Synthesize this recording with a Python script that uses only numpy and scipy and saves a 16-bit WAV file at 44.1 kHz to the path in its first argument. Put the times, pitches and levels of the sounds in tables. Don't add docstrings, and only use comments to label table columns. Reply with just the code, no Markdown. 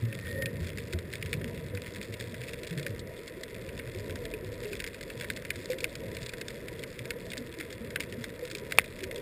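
import sys
import numpy as np
from scipy import signal
from scipy.fft import rfft, irfft
from scipy.io import wavfile
from scipy.ndimage import uniform_filter1d

SR = 44100
rng = np.random.default_rng(int(sys.argv[2]) if len(sys.argv) > 2 else 0)


def int16_out(signal):
    q = np.round(np.clip(np.atleast_2d(signal).T, -1, 1) * 32767)
    wavfile.write(sys.argv[1], SR, q.astype(np.int16))


def gain_from_db(level_db):
    decades = np.asarray(level_db, float) / 20
    return 10 ** decades


N = 406161


def unit(x):
    return x / np.sqrt(np.mean(x ** 2))


def walk(rate):
    hold = int(SR / rate)
    steps = np.repeat(rng.standard_normal(N // hold + 1), hold)
    smooth = uniform_filter1d(uniform_filter1d(steps, hold), hold)
    return unit(smooth[:N])


def add(out, s, sounds):
    starts = (np.asarray(s) * SR).astype(int)
    for start, sound in zip(starts, sounds):
        out[start:start + len(sound)] += sound[:N - start]
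    return out


# time in seconds, stir in dB.
WATER_STIR = [(0, -17), (.33, -8.5), (2.5, 2.5), (3.5, 2), (4.0, 10), (5.05, 6), (5.95, 5), (8.6, -1),
              (9.21, 11)]


def stir():
    s, db = np.transpose(WATER_STIR)
    return np.interp(np.arange(N) / SR, s, db)


# frequency in Hz, relative density in dB per Hz.
RUMBLE_COLOUR = [(15, -29), (25, -11.5), (98, 0), (162, -2), (209, -4.5), (265, -6), (320, -7), (419, -3),
                 (475, 2), (632, -11.5), (789, -28), (827, -41), (969, -13), (1100, -30.5), (1430, -71),
                 (2420, -120)]


def rumble(bubbling_db, stir_db, deep_hz=50.4, split_hz=243.0, flicker_db=1.0, lump_db=2.5, roar_db=-2.0):
    hz, db = np.transpose(RUMBLE_COLOUR)
    f = np.maximum(np.fft.rfftfreq(N, 1 / SR), 1)
    colour = rfft(rng.standard_normal(N)) * gain_from_db(np.interp(np.log(f), np.log(hz), db))
    deep, low = (1 / (1 + (f / edge) ** 4) for edge in (deep_hz, split_hz))
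    swell, surge, roar = (unit(irfft(colour * share, N)) for share in (deep, low - deep, 1 - low))
    swell_db = -62.5 + stir_db
    surge_db = -49 + 7.5 * np.exp(-np.arange(N) / SR / 1.32)
    lumps = lump_db * walk(6)
    surge_gain = gain_from_db(surge_db + lumps + flicker_db * walk(17))
    roar_gain = gain_from_db(bubbling_db + roar_db + lumps / 2 + flicker_db * walk(12))
    return gain_from_db(swell_db) * swell + surge_gain * surge + roar_gain * roar


# pitch in Hz, width in Hz, relative level in dB.
WHISTLE_VOICES = [(1847, 41, -2), (540, 48, -1.5)]


def whistle(peak_s=0.41, peak_db=-41, rise_db_per_s=40, fall_db_per_s=66, flicker_db=2.5):
    tones = 0
    for hz, width, db in WHISTLE_VOICES:
        narrow = signal.butter(2, [hz - width / 2, hz + width / 2], "band", fs=SR, output="sos")
        flicker = gain_from_db(db + flicker_db * walk(22.5))
        tones = tones + flicker * unit(signal.sosfilt(narrow, rng.standard_normal(N)))
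    after_s = np.arange(N) / SR - peak_s
    fade_db = np.minimum(rise_db_per_s * after_s, -fall_db_per_s * after_s)
    return gain_from_db(peak_db + fade_db) * tones


# mode in Hz, relative level in dB, time to fall 60 dB in seconds.
HOUSING_MODES = [(470, -10.5, 0.011), (1250, -3.5, 0.0049), (1534, -5, 0.013), (1787, 1, 0.0089),
                 (2088, 3.5, 0.0089), (2364, 5, 0.0058), (2674, 3, 0.0049), (3378, -3, 0.01),
                 (3720, -2, 0.0095), (4050, 2.5, 0.0038), (5060, 5, 0.002), (6100, -41, 0.002)]


def housing(lo_hz=0, hi_hz=6000):
    t = np.arange(2048) / SR
    ring = np.zeros(len(t))
    for k, (hz, db, t60) in enumerate(HOUSING_MODES):
        if lo_hz <= hz < hi_hz:
            ring += (-1) ** k * gain_from_db(db - 60 * t / t60) * np.sin(2 * np.pi * hz * t)
    return ring


def crackle(db=-50.5, per_s=300., spread_db=3.5, smear_ms=0.64, low_hz=1410.0, hiss_db=-2.0, hiss_hz=1920.0,
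            clump_db=2.5):
    chance = rng.random((N, 2))
    size = gain_from_db(np.minimum(-spread_db * np.log(1 - chance[:, 1]), 20.0))
    happens = chance[:, 0] < per_s / SR * gain_from_db(clump_db * walk(14))
    decay = np.exp(-1000 / (smear_ms * SR))
    smeared = signal.lfilter([1], [1, -decay], happens * size) * rng.standard_normal(N)
    thin = signal.sosfilt(signal.butter(2, low_hz, "high", fs=SR, output="sos"), smeared)
    hiss = signal.sosfilt(signal.butter(2, hiss_hz, fs=SR, output="sos"), rng.standard_normal(N))
    far_snaps, far_hiss = (unit(signal.fftconvolve(push, housing(1000))[:N]) for push in (thin, hiss))
    return gain_from_db(db) * unit(far_snaps + gain_from_db(hiss_db) * far_hiss)


def ring_bubbles(rows, rise_cycles, glide, db_per_hz=-0.08, third_db=-4):
    s, db, hz, t60 = np.transpose(rows)[:, :, None]
    t = np.arange(8192) / SR
    swell = (1 - np.exp(-t * hz / rise_cycles)) * gain_from_db(-60 * t / t60)
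    phase = 2 * np.pi * hz * t * (1 + glide * t / t60)
    overtones = swell * np.sin(2 * phase) + gain_from_db(third_db) * swell ** 2 * np.sin(3 * phase)
    ring = swell * (np.sin(phase) + gain_from_db(db_per_hz * hz) * overtones)
    ring = ring / np.abs(ring).max(axis=1, keepdims=True)
    return add(np.zeros(N), s[:, 0], gain_from_db(db) * ring)


def swarm(db, count=900, hz=436.0, spread=0.285, cycles=40.0, spread_db=2.5):
    when, size = rng.random((count, 2)).T
    pitch = np.minimum(hz * np.exp(spread * rng.standard_normal(count)), 620.)
    relative_db = -spread_db * np.log(1 - size)
    rows = np.c_[when * (N - 1) / SR, relative_db, pitch, cycles / pitch]
    return gain_from_db(db) * unit(ring_bubbles(rows, rise_cycles=4.5, glide=0.096))


# start in seconds, peak level in dB, pitch in Hz.
SINGLE_BUBBLES = [(0.024, -22.5, 112.4), (.242, -34, 88.6), (.42, -30.5, 113), (.609, -40, 356),
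                  (0.612, -30, 85.3), (.93, -34.5, 356), (.938, -26.5, 82.7), (1.244, -33.5, 88.5),
                  (1.454, -36.5, 229), (1.734, -30.5, 97.4), (1.735, -33.5, 476), (2.09, -35, 104),
                  (2.204, -39, 115), (2.383, -36.5, 121), (2.709, -31.5, 166), (2.765, -29.5, 139),
                  (2.857, -38, 540), (2.893, -33, 102.4), (3.864, -36, 120.5), (3.948, -35, 364),
                  (3.962, -33, 100), (4.098, -34.5, 89.5), (4.33, -35, 424), (4.425, -35, 363),
                  (4.455, -35.5, 102.5), (4.65, -31.5, 409), (4.714, -34, 392), (5.068, -40, 470),
                  (5.556, -40, 99.4), (5.699, -24.5, 499), (5.825, -32.5, 486), (6.033, -38, 527),
                  (6.065, -40, 104), (6.215, -37, 118.5), (6.995, -36, 120.4), (7.394, -37, 236.5),
                  (7.805, -37, 227), (8.125, -39, 372), (8.176, -35.5, 233), (8.424, -30.5, 486),
                  (8.618, -40.5, 398)]


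def single_bubbles():
    t60 = 0.3 * (np.array(SINGLE_BUBBLES)[:, 2] / 100) ** -0.31
    return ring_bubbles(np.c_[SINGLE_BUBBLES, t60], rise_cycles=0.71, glide=0.08)


# start in seconds, peak level in dB, then the dull part and the bright part # in dB against the body of
NEAR_SNAPS = [(0.1262, -28, -3, -9), (0.2694, -31, 8.5, 0), (0.4221, -25, 1.5, 0), (0.458, -20, -13, -4),
              (0.7831, -28.5, 0.5, -4), (0.9266, -30, -11, -4), (0.9335, -26, 10.5, 11),
              (0.9878, -28, 5, 5), (1.1358, -24.5, 2.5, -2.5), (1.2255, -25, -1.5, -6),
              (1.3295, -18.5, -2, -5), (1.3384, -25, -17, -7), (1.7496, -33, 7, 7), (1.7727, -26, -2, -10),
              (1.959, -32, 2, -2), (2.0283, -31, -6, 8), (2.1393, -30.5, -2, -3), (2.2083, -27, 5, 3.5),
              (2.3426, -31, -1, -6), (2.4149, -29, 1.5, -2.5), (2.4825, -32.5, -3, -3),
              (2.6326, -30.5, -1, 0), (2.6727, -31, -4, 3), (2.7082, -29.5, 2, 3), (2.8293, -30.5, -7, 4),
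              (2.8645, -21.5, -1, -6), (2.9933, -33, 3, 18), (3.2774, -30.5, 2, 7),
              (3.4338, -27.5, 12, 11.5), (3.795, -29.5, 3, -12), (4.338, -28.5, -8, -12),
              (4.6538, -33, 2, -8), (4.7304, -28, -2.5, -5), (4.801, -25, -3, -7), (4.8408, -22, 1, -3),
              (4.8643, -29, 2, 2), (4.944, -31, 1, -3), (5.0096, -33, 2, -3), (5.1011, -28.5, -1, -4),
              (5.2219, -29.5, -2, -4), (5.2437, -29.5, 8, 2), (5.3009, -17, 3.5, -3.5),
              (5.3626, -31, -7, 4), (5.4503, -29, 1, -5), (5.5043, -17, -0.5, -7), (5.7025, -31, -7, 3),
              (5.7133, -30, -1, -1), (5.7198, -29.5, -1, 1), (5.7321, -28, 14, 3), (5.7847, -31, -2, 2),
              (5.805, -26.5, -20, 2), (5.8427, -14, -7, -8), (5.9535, -27.5, -3.5, 1), (6.1486, -33, 2, 6),
              (6.2294, -31, -1, 3), (6.3352, -28.5, 2, 1), (6.4129, -26, 1, 3), (6.4824, -26, 0, 6),
              (6.5043, -32.5, 4, 1), (6.792, -35, 2, 13), (6.8363, -29, 5, -2), (6.9907, -27.5, -1, -3),
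              (7.054, -30, -4, -6), (7.1054, -18, -1.5, -3), (7.3026, -32, -6, 9), (7.317, -30, -2, -1),
              (7.3334, -26, 2, 0), (7.3704, -30.5, 4, -4), (7.3777, -26.5, -3, 13), (7.6, -29, 3.5, -5),
              (7.6092, -26.5, 13, 6), (7.7044, -32.5, 2, 6), (7.7267, -32, 2, 11), (7.9588, -17.5, 4, -2),
              (8.0043, -20, -8.5, -7), (8.0357, -33.5, 1, -3), (8.2406, -23.5, 12, 9),
              (8.4515, -29.5, 0, 0), (8.475, -34, 1, 0), (8.5125, -29, 0, 3), (8.5503, -22, -14, -1),
              (8.5832, -32, 1, 7), (8.7215, -17.5, 4, -2), (8.7747, -34, 3, 8), (8.7856, 1, -6, -8.5),
              (8.8138, -32, 10, 2), (9.005, -32, -6, -2), (9.0333, -30, 1, -2), (9.1114, -27.5, 3, -3),
              (9.1587, -32, -4, 14)]


def snap_rows(middle_count=40, middle_db=-30.5, middle_spread_db=4.5, colour_db=5, echo_ms=8.6, echo_spread_ms=0.5):
    when, size, dull, bright = rng.random((middle_count, 4)).T
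    middle = np.c_[when * (N - 1) / SR, middle_db + middle_spread_db * (2 * size - 1),
                   colour_db * (2 * dull - 1), colour_db * (2 * bright - 1)]
    direct = np.r_[NEAR_SNAPS, middle]
    echo = direct + [0, -17.5, 12.5, -3]
    lag_ms = echo_ms + echo_spread_ms * rng.standard_normal(len(direct))
    echo[:, 0] = np.minimum(direct[:, 0] + lag_ms / 1000, (N - 1) / SR)
    return np.r_[direct, echo]


def snaps(crack=6.9, near_ms=0.59, ms_per_db=0.1, wash_db=-31, boom_db=-8.5, boom_per_db=1.3):
    s, db, dull_db, bright_db = np.transpose(snap_rows())[:, :, None]
    ms = 1000 * np.arange(1024) / SR
    smear_ms = near_ms - ms_per_db * db
    wash = gain_from_db(wash_db) * np.exp(-ms / 7)
    burst = rng.standard_normal((len(s), 1024)) * (np.exp(-ms / smear_ms) + wash)
    burst[:, 0] = -crack
    bands_hz = ((0, 1300), (1300, 2300), (2300, 3000), (3000, 6000))
    parts = [signal.fftconvolve(burst, housing(*band)[None], axes=1) for band in bands_hz]
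    boom, dull, body, bright = (p / np.abs(p).max(axis=1, keepdims=True) for p in parts)
    sound = gain_from_db(boom_db + boom_per_db * db) * boom + gain_from_db(dull_db) * dull + body + gain_from_db(bright_db) * bright
    sound = sound / np.abs(sound).max(axis=1, keepdims=True)
    return add(np.zeros(N), s[:, 0], gain_from_db(db) * sound)


def scene():
    stir_db = stir()
    bubbling_db = -46 + 0.26 * stir_db
    water = rumble(bubbling_db, stir_db)
    air = swarm(bubbling_db - 5.0) + single_bubbles()
    mono = water + whistle() + crackle() + air + snaps()
    return np.array([mono, mono])


def roll_off(x):
    return signal.sosfilt(signal.butter(12, 16500, fs=SR, output="sos"), x)


def record(dry, self_noise_db=-66):
    rounded = 0.8 * np.tanh(dry / 0.82)
    noisy = rounded + gain_from_db(self_noise_db) * rng.standard_normal(N)
    coarse = signal.resample_poly(noisy, 40, 147, axis=1)
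    held = np.repeat(coarse, 4, axis=1)
    stepped = signal.resample_poly(held, 147, 160, axis=1)[:, :N]
    top = signal.ellip(5, .3, 19, 15200, fs=SR, output="sos")
    return roll_off(signal.sosfilt(top, stepped))


dry = scene()
out = record(dry)
int16_out(out)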